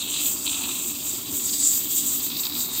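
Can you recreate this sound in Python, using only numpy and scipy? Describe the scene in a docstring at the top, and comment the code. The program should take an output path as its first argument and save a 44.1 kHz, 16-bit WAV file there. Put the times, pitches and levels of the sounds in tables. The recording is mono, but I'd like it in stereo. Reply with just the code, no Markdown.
"""Dental polishing jet and suction tip

Place: a mouth in a quiet room, heard through two microphone ports, jet and tip in front of the room.
The jet of air, water and powder hisses on the teeth, swelling as it crosses gaps: coloured noise with
fine ticks and tonal bands. The suction tip draws air and slurps water: noise and bursts through resonances.
Behind are noise rushing in the hose, the room's low rumble and a pump hum of narrow noise bands."""
import sys
import numpy as np
from scipy import signal
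from scipy.fft import rfft, irfft
from scipy.io import wavfile
from scipy.ndimage import uniform_filter1d

SR = 44100
rng = np.random.default_rng(int(sys.argv[2]) if len(sys.argv) > 2 else 0)


def transcribe(u):
    """Save the signal u as a 16-bit wav file named by the first command-line argument.

    u: samples, shape (n,) or (channels, n), limited to [-1, 1]; the rate is SR.
    q: integer samples, one column per channel.
    """
    v = np.clip(np.atleast_2d(u).T, -1, 1)
    q = np.round(v * 32767).astype(np.int16)
    wavfile.write(sys.argv[1], SR, q)


N = 123480   # length in samples

# jet on the teeth: time_s, hiss_level_db, treble_level_db
JET_LEVELS = [(0.0, -26, -39), (0.04, -34, -35), (0.14, -27, -37), (0.26, -26.5, -26), (0.33, -26.5, -28),
              (0.38, -33, -36), (0.51, -25.5, -34), (0.69, -30, -33.5), (0.89, -28, -32),
              (0.98, -34.5, -35.5), (1.08, -26.5, -30.5), (1.25, -36.5, -36.5), (1.35, -28.5, -30),
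              (1.58, -25, -31.5), (1.64, -21, -32), (1.71, -21.5, -25), (1.75, -24, -25), (1.87, -33, -29),
              (1.93, -25, -23.5), (1.99, -24, -27), (2.03, -29.5, -31), (2.07, -23.5, -24.5),
              (2.1, -25.5, -31), (2.18, -29, -24), (2.21, -29, -30.5), (2.26, -27.5, -25.5),
              (2.28, -32, -32.5), (2.36, -36.5, -31.5), (2.4, -27, -26), (2.51, -40.5, -33.5),
              (2.61, -27, -27), (2.69, -37, -32), (2.71, -32.5, -38), (2.77, -26.5, -26), (2.8, -39, -23)]
# colour of the main hiss: freq_hz, relative_density_db
JET_BODY_COLOUR = [(4500, -33), (5500, -17.5), (6500, -8.5), (7300, -3.5), (7900, 0), (8700, -2),
                   (9400, -6.5), (10300, -22), (11500, -61)]
# colour of the treble: freq_hz, relative_density_db
JET_TREBLE_COLOUR = [(9500, -6), (10500, -12), (11600, -5.5), (12100, -4.5), (13000, -4), (13900, -2.5),
                     (14600, 1.5), (16500, -17)]
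# droplets and powder ticking on enamel: rate, and share of the jet's power
SPATTER_PER_S, SPATTER_SHARE = 2500, 0.1
# the nozzle's faint whistle: pitch_hz, width_hz, relative_level_db
WHISTLE_PEAKS = [(7890, 160, -3.5)]
# whistle and gap tone: dB against the main hiss, extra dB per dB of hiss about its mean
TONES_DB, TONES_GROW = -9, 0.82
# resonance of the gap between nozzle and teeth: time_s, pitch_hz
GAP_PITCH = [(.5, 7400), (1.3, 7450), (1.52, 7050), (1.66, 7450), (1.78, 7150), (1.96, 7500)]
GAP_WIDTH_HZ = 820

# air drawn into the tip: time_s, low_drive_db, middle_drive_db, high_drive_db
SUCTION_LEVELS = [(0, -39, -33, -60), (.08, -39, -38.5, -56), (.15, -33.5, -32, -46),
                  (.28, -39, -37.5, -45), (.33, -44, -48, -47), (.45, -48, -45, -43),
                  (.47, -38, -36.5, -47), (.58, -42.5, -41, -48), (.65, -39.5, -36.5, -49),
                  (.79, -42, -39.5, -51), (.86, -47, -46, -47), (1.1, -46, -43, -45.5),
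                  (1.4, -44.5, -44, -46), (1.53, -44, -40, -37), (1.62, -43.5, -40, -37),
                  (1.85, -42.5, -44.5, -45), (2.0, -40, -40.5, -42), (2.25, -45, -39.5, -46.5),
                  (2.4, -45.5, -39, -38.5), (2.5, -49, -41.5, -43.5), (2.6, -47, -37, -39),
                  (2.69, -54, -41.5, -49), (2.8, -42.5, -35, -40)]
# resonances of the tip in low, middle and high groups: pitch_hz, width_hz, relative_level_db
TIP_RESONANCES = [
    [(3283, 590, 0)],
    [(3653, 530, -0.5), (3920, 1040, -2)],
    [(4647, 560, 1), (5100, 4900, -4)],
]
# the tip's lowest resonance: pitch_hz, width_hz, relative_level_db
LOWEST_RESONANCE = (2630, 456, -5)
# extra level of that lowest resonance: time_s, gain_db
LOWEST_GAIN = [(.3, 0), (.47, 3), (.8, 7.5), (1.3, -3.5), (2.1, -7), (2.4, 2.5)]
# rush in the hose: time_s, low_part_db, high_part_db
HOSE_LEVELS = [(0.0, -51, -56.5), (0.2, -48, -49.5), (0.4, -51, -56.5), (0.62, -46, -53),
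               (0.93, -50.5, -56), (1.58, -53, -51.5), (2.15, -51, -52.5), (2.67, -48, -52),
               (2.8, -49.5, -49)]
# colour of the low part of the rush: freq_hz, relative_density_db
HOSE_LOW_COLOUR = [(260, -39), (450, -8), (536, -18.5), (579, -9.5), (985, -1), (1400, -5), (1820, -22)]
# colour of the high part of the rush: freq_hz, relative_density_db
HOSE_HIGH_COLOUR = [(1200, -29), (1450, -15.5), (1800, -1), (2300, 6), (2800, -7)]

# colour of the room's rumble: freq_hz, relative_density_db
RUMBLE_COLOUR = [(25, -79), (64, -6.5), (194, -7), (230, -7), (289, 2.5), (321, -6), (352, -6.5),
                 (492, -16.5), (600, -16), (780, -22)]
RUMBLE_DB = -44
# pump hum: pitch_hz, width_hz, level_db
HUM_BANDS = [(77, 12, -67), (169.1, 11.6, -62), (243.2, 27, -49.5), (294.7, 11.7, -49.5), (354.6, 21, -54),
             (390, 11.6, -61.5)]

# slurps of water in the tip: start_s, level_db (before the crest allowance and the tip), length_s
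SLURP_EVENTS = [(0.158, -24, 0.006), (0.258, -13.5, 0.0056), (0.4652, -8.5, 0.0043), (0.4737, -7, 0.0073),
                (0.494, -10, 0.0045), (0.54, -15, 0.016), (0.51, -26, 0.0049), (0.633, -15.5, 0.014),
                (1.5993, -17, 0.006), (2.583, -30, 0.0072), (2.2997, -12.5, 0.004), (2.35, -17, 0.0079),
                (2.366, -9.5, 0.0064), (2.393, -12.5, 0.0053), (2.433, -14, 0.0065), (2.451, -10.5, 0.0095),
                (2.466, -11.5, 0.0059), (2.495, -18.5, 0.006), (2.521, -17, 0.0089), (2.5325, -15, 0.0041),
                (2.551, -15, 0.0055), (2.562, -13.5, 0.0058), (2.604, -10.5, 0.0043), (2.624, -19, 0.01),
                (2.645, -16, 0.0074), (2.667, -18.5, 0.0054), (2.7056, -18.5, 0.0058), (2.713, -16, 0.006),
                (2.75, -14, 0.0055)]
SLURP_CREST_DB = 8   # allowance for the peaks of the noise

# the pump's second partial comes and goes: time_s, level_db (before a 6 dB lift)
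OVERTONE_LEVELS = [(.45, -61), (.52, -79), (1.05, -59.5), (1.25, -80)]
OVERTONE_HZ = 591
# one short swell of the lows: centre s, half-width s (to 1/e in dB), height dB
SWELL_S, SWELL_WIDTH_S, SWELL_DB = 1.335, 0.032, 6

# between the ports, lower range: freq_hz, left_lead_rad
LEFT_LEAD_LOW = [(300, -0.00061), (600, -1.05), (1200, -0.093), (1500, -1.25), (2070, 1.34), (2670, 0.71),
                 (3010, 1.94), (3530, 0.37)]
# between the ports, upper range: freq_hz, left_lead_rad
LEFT_LEAD_HIGH = [(4100, 0), (7500, 0), (8200, 2.1), (9100, 1.9), (10200, np.pi), (11650, np.pi),
                  (12000, 4.8), (13150, 2 * np.pi)]
# share unlike in the two ports: freq_hz, level_db
SCATTERED_SHARE = [(60, -18), (260, -20), (400, -9), (800, -8.5), (2000, -5.5), (3400, -3), (4200, -30),
                   (5200, -72), (7600, -54), (8200, -21.5), (10000, -5), (10350, -47), (11450, -61),
                   (11900, -5.5), (12900, -13), (13300, -48)]
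# level between the ports: freq_hz, left_minus_right_db
PORT_TILT = [(300, 0), (400, 3.5), (600, -2.5), (1300, -2), (2400, -3), (3400, 4.5)]
CUTOFF_HZ = 15950


def amp(db):
    """Amplitude factor of a level in dB."""
    return 10 ** (np.asarray(db) / 20)


def rms_one(x):
    """Scale to an rms of 1."""
    return x / np.sqrt(np.mean(x ** 2) + 1e-20)


def in_time(rows):
    """Columns of a table over time as curves over the samples."""
    s, *columns = np.transpose(rows)
    return [np.interp(np.arange(N) / SR, s, column) for column in columns]


def at_hz(points, ends=None):
    """A table over frequency, read at every spectral line on a log scale."""
    hz, values = np.transpose(points)
    line_hz = np.arange(N // 2 + 1) * SR / N
    return np.interp(np.log(line_hz + 1), np.log(hz + 1), values, ends, ends)


def drift(rate):
    """Chance that wavers at about this rate in Hz, slower swings taken out; spread about 1."""
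    r = np.exp(-20 * np.pi * rate / SR)   # drawn at a tenth of the sample rate
    noise = rng.standard_normal(N // 10 + 3002)
    slow = signal.lfilter([1], [1, -2 * r, r * r], noise)[3000:]   # drop the filter's run-in
    slow = slow - uniform_filter1d(slow, size=int(.4 * SR / rate))
    return np.interp(np.arange(N) / 10, np.arange(len(slow)), rms_one(slow))


def air(slow_db, fast_db, shared=0):
    """Turbulence: two unrelated noise draws that flicker together."""
    flicker_db = slow_db * drift(6.0) + fast_db * drift(158) + shared
    return rng.standard_normal((2, N)) * amp(flicker_db)


def coloured(x, spectrum):
    """Give a sound a spectrum, at an rms of 1."""
    return rms_one(irfft(rfft(x) * amp(at_hz(spectrum, -120)), N))


def resonate(x, peaks):
    """Parallel resonances, each passed twice; white noise of rms 1 comes out at each one's level."""
    out = 0
    impulse = np.eye(1, SR)[0] + 1e-18
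    for k, (hz, width, db) in enumerate(peaks):
        r = np.exp(-np.pi * width / SR)
        row = [1, 0, -1, 1, -2 * r * np.cos(2 * np.pi * hz / SR), r * r]
        energy = np.sum(signal.sosfilt([row, row], impulse) ** 2)
        # neighbours alternate in sign
        out = out + (-1) ** k * amp(db) * signal.sosfilt([row, row], x) / np.sqrt(energy)
    return out


def jet():
    """Bright turbulence with spatter in it, and tonal bands that grow with the main hiss."""
    body_db, treble_db = in_time(JET_LEVELS)
    gusts_db = 0.47 * drift(6.2) + 1.0 * drift(25.6)
    ticks = spatter(gusts_db)
    body, treble = [np.sqrt(1 - SPATTER_SHARE) * rms_one(air(0.16, 0.19, gusts_db))
                    + np.sqrt(SPATTER_SHARE) * ticks for _ in range(2)]
    tones_gain = amp(TONES_DB + TONES_GROW * (body_db - body_db.mean()))
    tones = tones_gain * (whistle(gusts_db) + gap_tone(gusts_db))
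    hiss = amp(body_db) * (coloured(body, JET_BODY_COLOUR) + tones)
    return hiss + amp(treble_db) * coloured(treble, JET_TREBLE_COLOUR)


def spatter(gusts_db):
    """Droplets and powder tick on enamel: sparse single-sample impulses of random strength."""
    hits = rng.random((2, N)) < SPATTER_PER_S / SR
    return rms_one(hits * rng.standard_normal((2, N))) * amp(gusts_db)


def whistle(gusts_db):
    """The nozzle whistles faintly: turbulence through a narrow resonance."""
    return resonate(rms_one(air(1.3, 0.72, gusts_db)), WHISTLE_PEAKS)


def gap_tone(gusts_db):
    """A band of noise on a carrier whose pitch slides as the nozzle moves."""
    phase = 2 * np.pi * np.cumsum(in_time(GAP_PITCH)[0]) / SR
    low = signal.butter(2, GAP_WIDTH_HZ / 2, fs=SR, output="sos")
    a, b = (signal.sosfilt(low, air(3.0, 0.66, gusts_db)) for _ in range(2))
    return rms_one(a * np.cos(phase) + b * np.sin(phase))


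def suction():
    """Tip and hose share one gurgle in their flow of air."""
    gurgle_db = 1.9 * drift(55)
    return suction_tip(gurgle_db) + hose_rush(gurgle_db)


def suction_tip(gurgle_db):
    """Gurgling air and short sputtering slurps excite the tip's resonances."""
    levels = amp(in_time(SUCTION_LEVELS))
    shares = levels / np.sqrt(np.sum(levels ** 2, axis=0))   # slurps split as the air does
    lowest_gain = amp(in_time(LOWEST_GAIN)[0])
    slurp = slurps()
    out = 0
    for k, (level, share, peaks) in enumerate(zip(levels, shares, TIP_RESONANCES)):
        drive = level * rms_one(air(1.0, 0.35, gurgle_db)) + share * slurp
        out = out + resonate(drive, peaks)
        if k == 0:   # the lowest resonance joins the low group with opposite sign
            out = out - lowest_gain * resonate(drive, [LOWEST_RESONANCE])
    return out


def hose_rush(gurgle_db):
    """Turbulence rushes in the hose, coloured into a low and a high part."""
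    low_db, high_db = in_time(HOSE_LEVELS)
    rush = air(0.86, 2.0, .5 * gurgle_db)
    low = amp(low_db + .5 * swell_db()) * coloured(rush, HOSE_LOW_COLOUR)
    return low + amp(high_db) * coloured(rush, HOSE_HIGH_COLOUR)


def room():
    """Rumble and hum swell together once; the pump's overtone stays apart from that."""
    return amp(swell_db()) * (rumble() + pump_hum()) + pump_overtone()


def rumble():
    """Low rumble of the room: softly flickering coloured noise."""
    return amp(RUMBLE_DB) * coloured(air(0.86, 0.077), RUMBLE_COLOUR)


def pump_hum():
    """The pump's wavering hum: noise through narrow resonances."""
    return resonate(rng.standard_normal((2, N)), HUM_BANDS)


def slurps():
    """Water sputters in the tip: noise under short envelopes that rise fast and die away."""
    t, bursts = np.arange(N) / SR, np.zeros(N)
    sputter = rng.standard_normal((2, N)) * amp(0.6 * drift(250))
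    for start, db, length in SLURP_EVENTS:
        age = np.maximum(t - start, 0) / max(length, .001)   # in lengths of the slurp
        bursts += amp(db - SLURP_CREST_DB) * age ** 0.93 * np.exp(1.3 - 3.5 * age)
    return bursts * sputter


def pump_overtone():
    """The pump's second partial: a sine with wandering phase, in the direct draw only."""
    phase = 2 * np.pi * OVERTONE_HZ * np.arange(N) / SR + drift(7.8)
    return amp(in_time(OVERTONE_LEVELS)[0] + 6) * np.sin(phase) * [[1], [0]]


def swell_db():
    """One short soft swell of the lows, bell-shaped in dB."""
    return SWELL_DB * np.exp(-((np.arange(N) / SR - SWELL_S) / SWELL_WIDTH_S) ** 2)


def ports(pair):
    """The first draw reaches both microphone ports with a phase step, the second is unlike in the two."""
    direct, scattered = rfft(pair)
    side = np.array([[1], [-1]])   # left, right
    turn = np.exp(.5j * at_hz(LEFT_LEAD_LOW + LEFT_LEAD_HIGH))   # half the lead on each side
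    # opposite signs in the ports, but like signs where the turn is mostly imaginary
    unlike = np.where(abs(turn.imag) > abs(turn.real), 1, side)
    both = direct * turn ** side + scattered * amp(at_hz(SCATTERED_SHARE)) * unlike
    tilt_db = at_hz(PORT_TILT + [(4100, 0)])   # level ports from 4100 Hz up
    return irfft(both * amp(.5 * side * tilt_db), N)


def scene():
    """All sources at the two ports."""
    return ports(jet() + suction() + room())


def record(dry):
    """The microphone signal loses its rumble below 45 Hz and is cut steeply at the top."""
    dry = signal.sosfilt(signal.butter(2, 45, "high", fs=SR, output="sos"), dry)
    return signal.sosfilt(signal.cheby2(30, 60, CUTOFF_HZ, fs=SR, output="sos"), dry)


dry = scene()
out = record(dry)
transcribe(out)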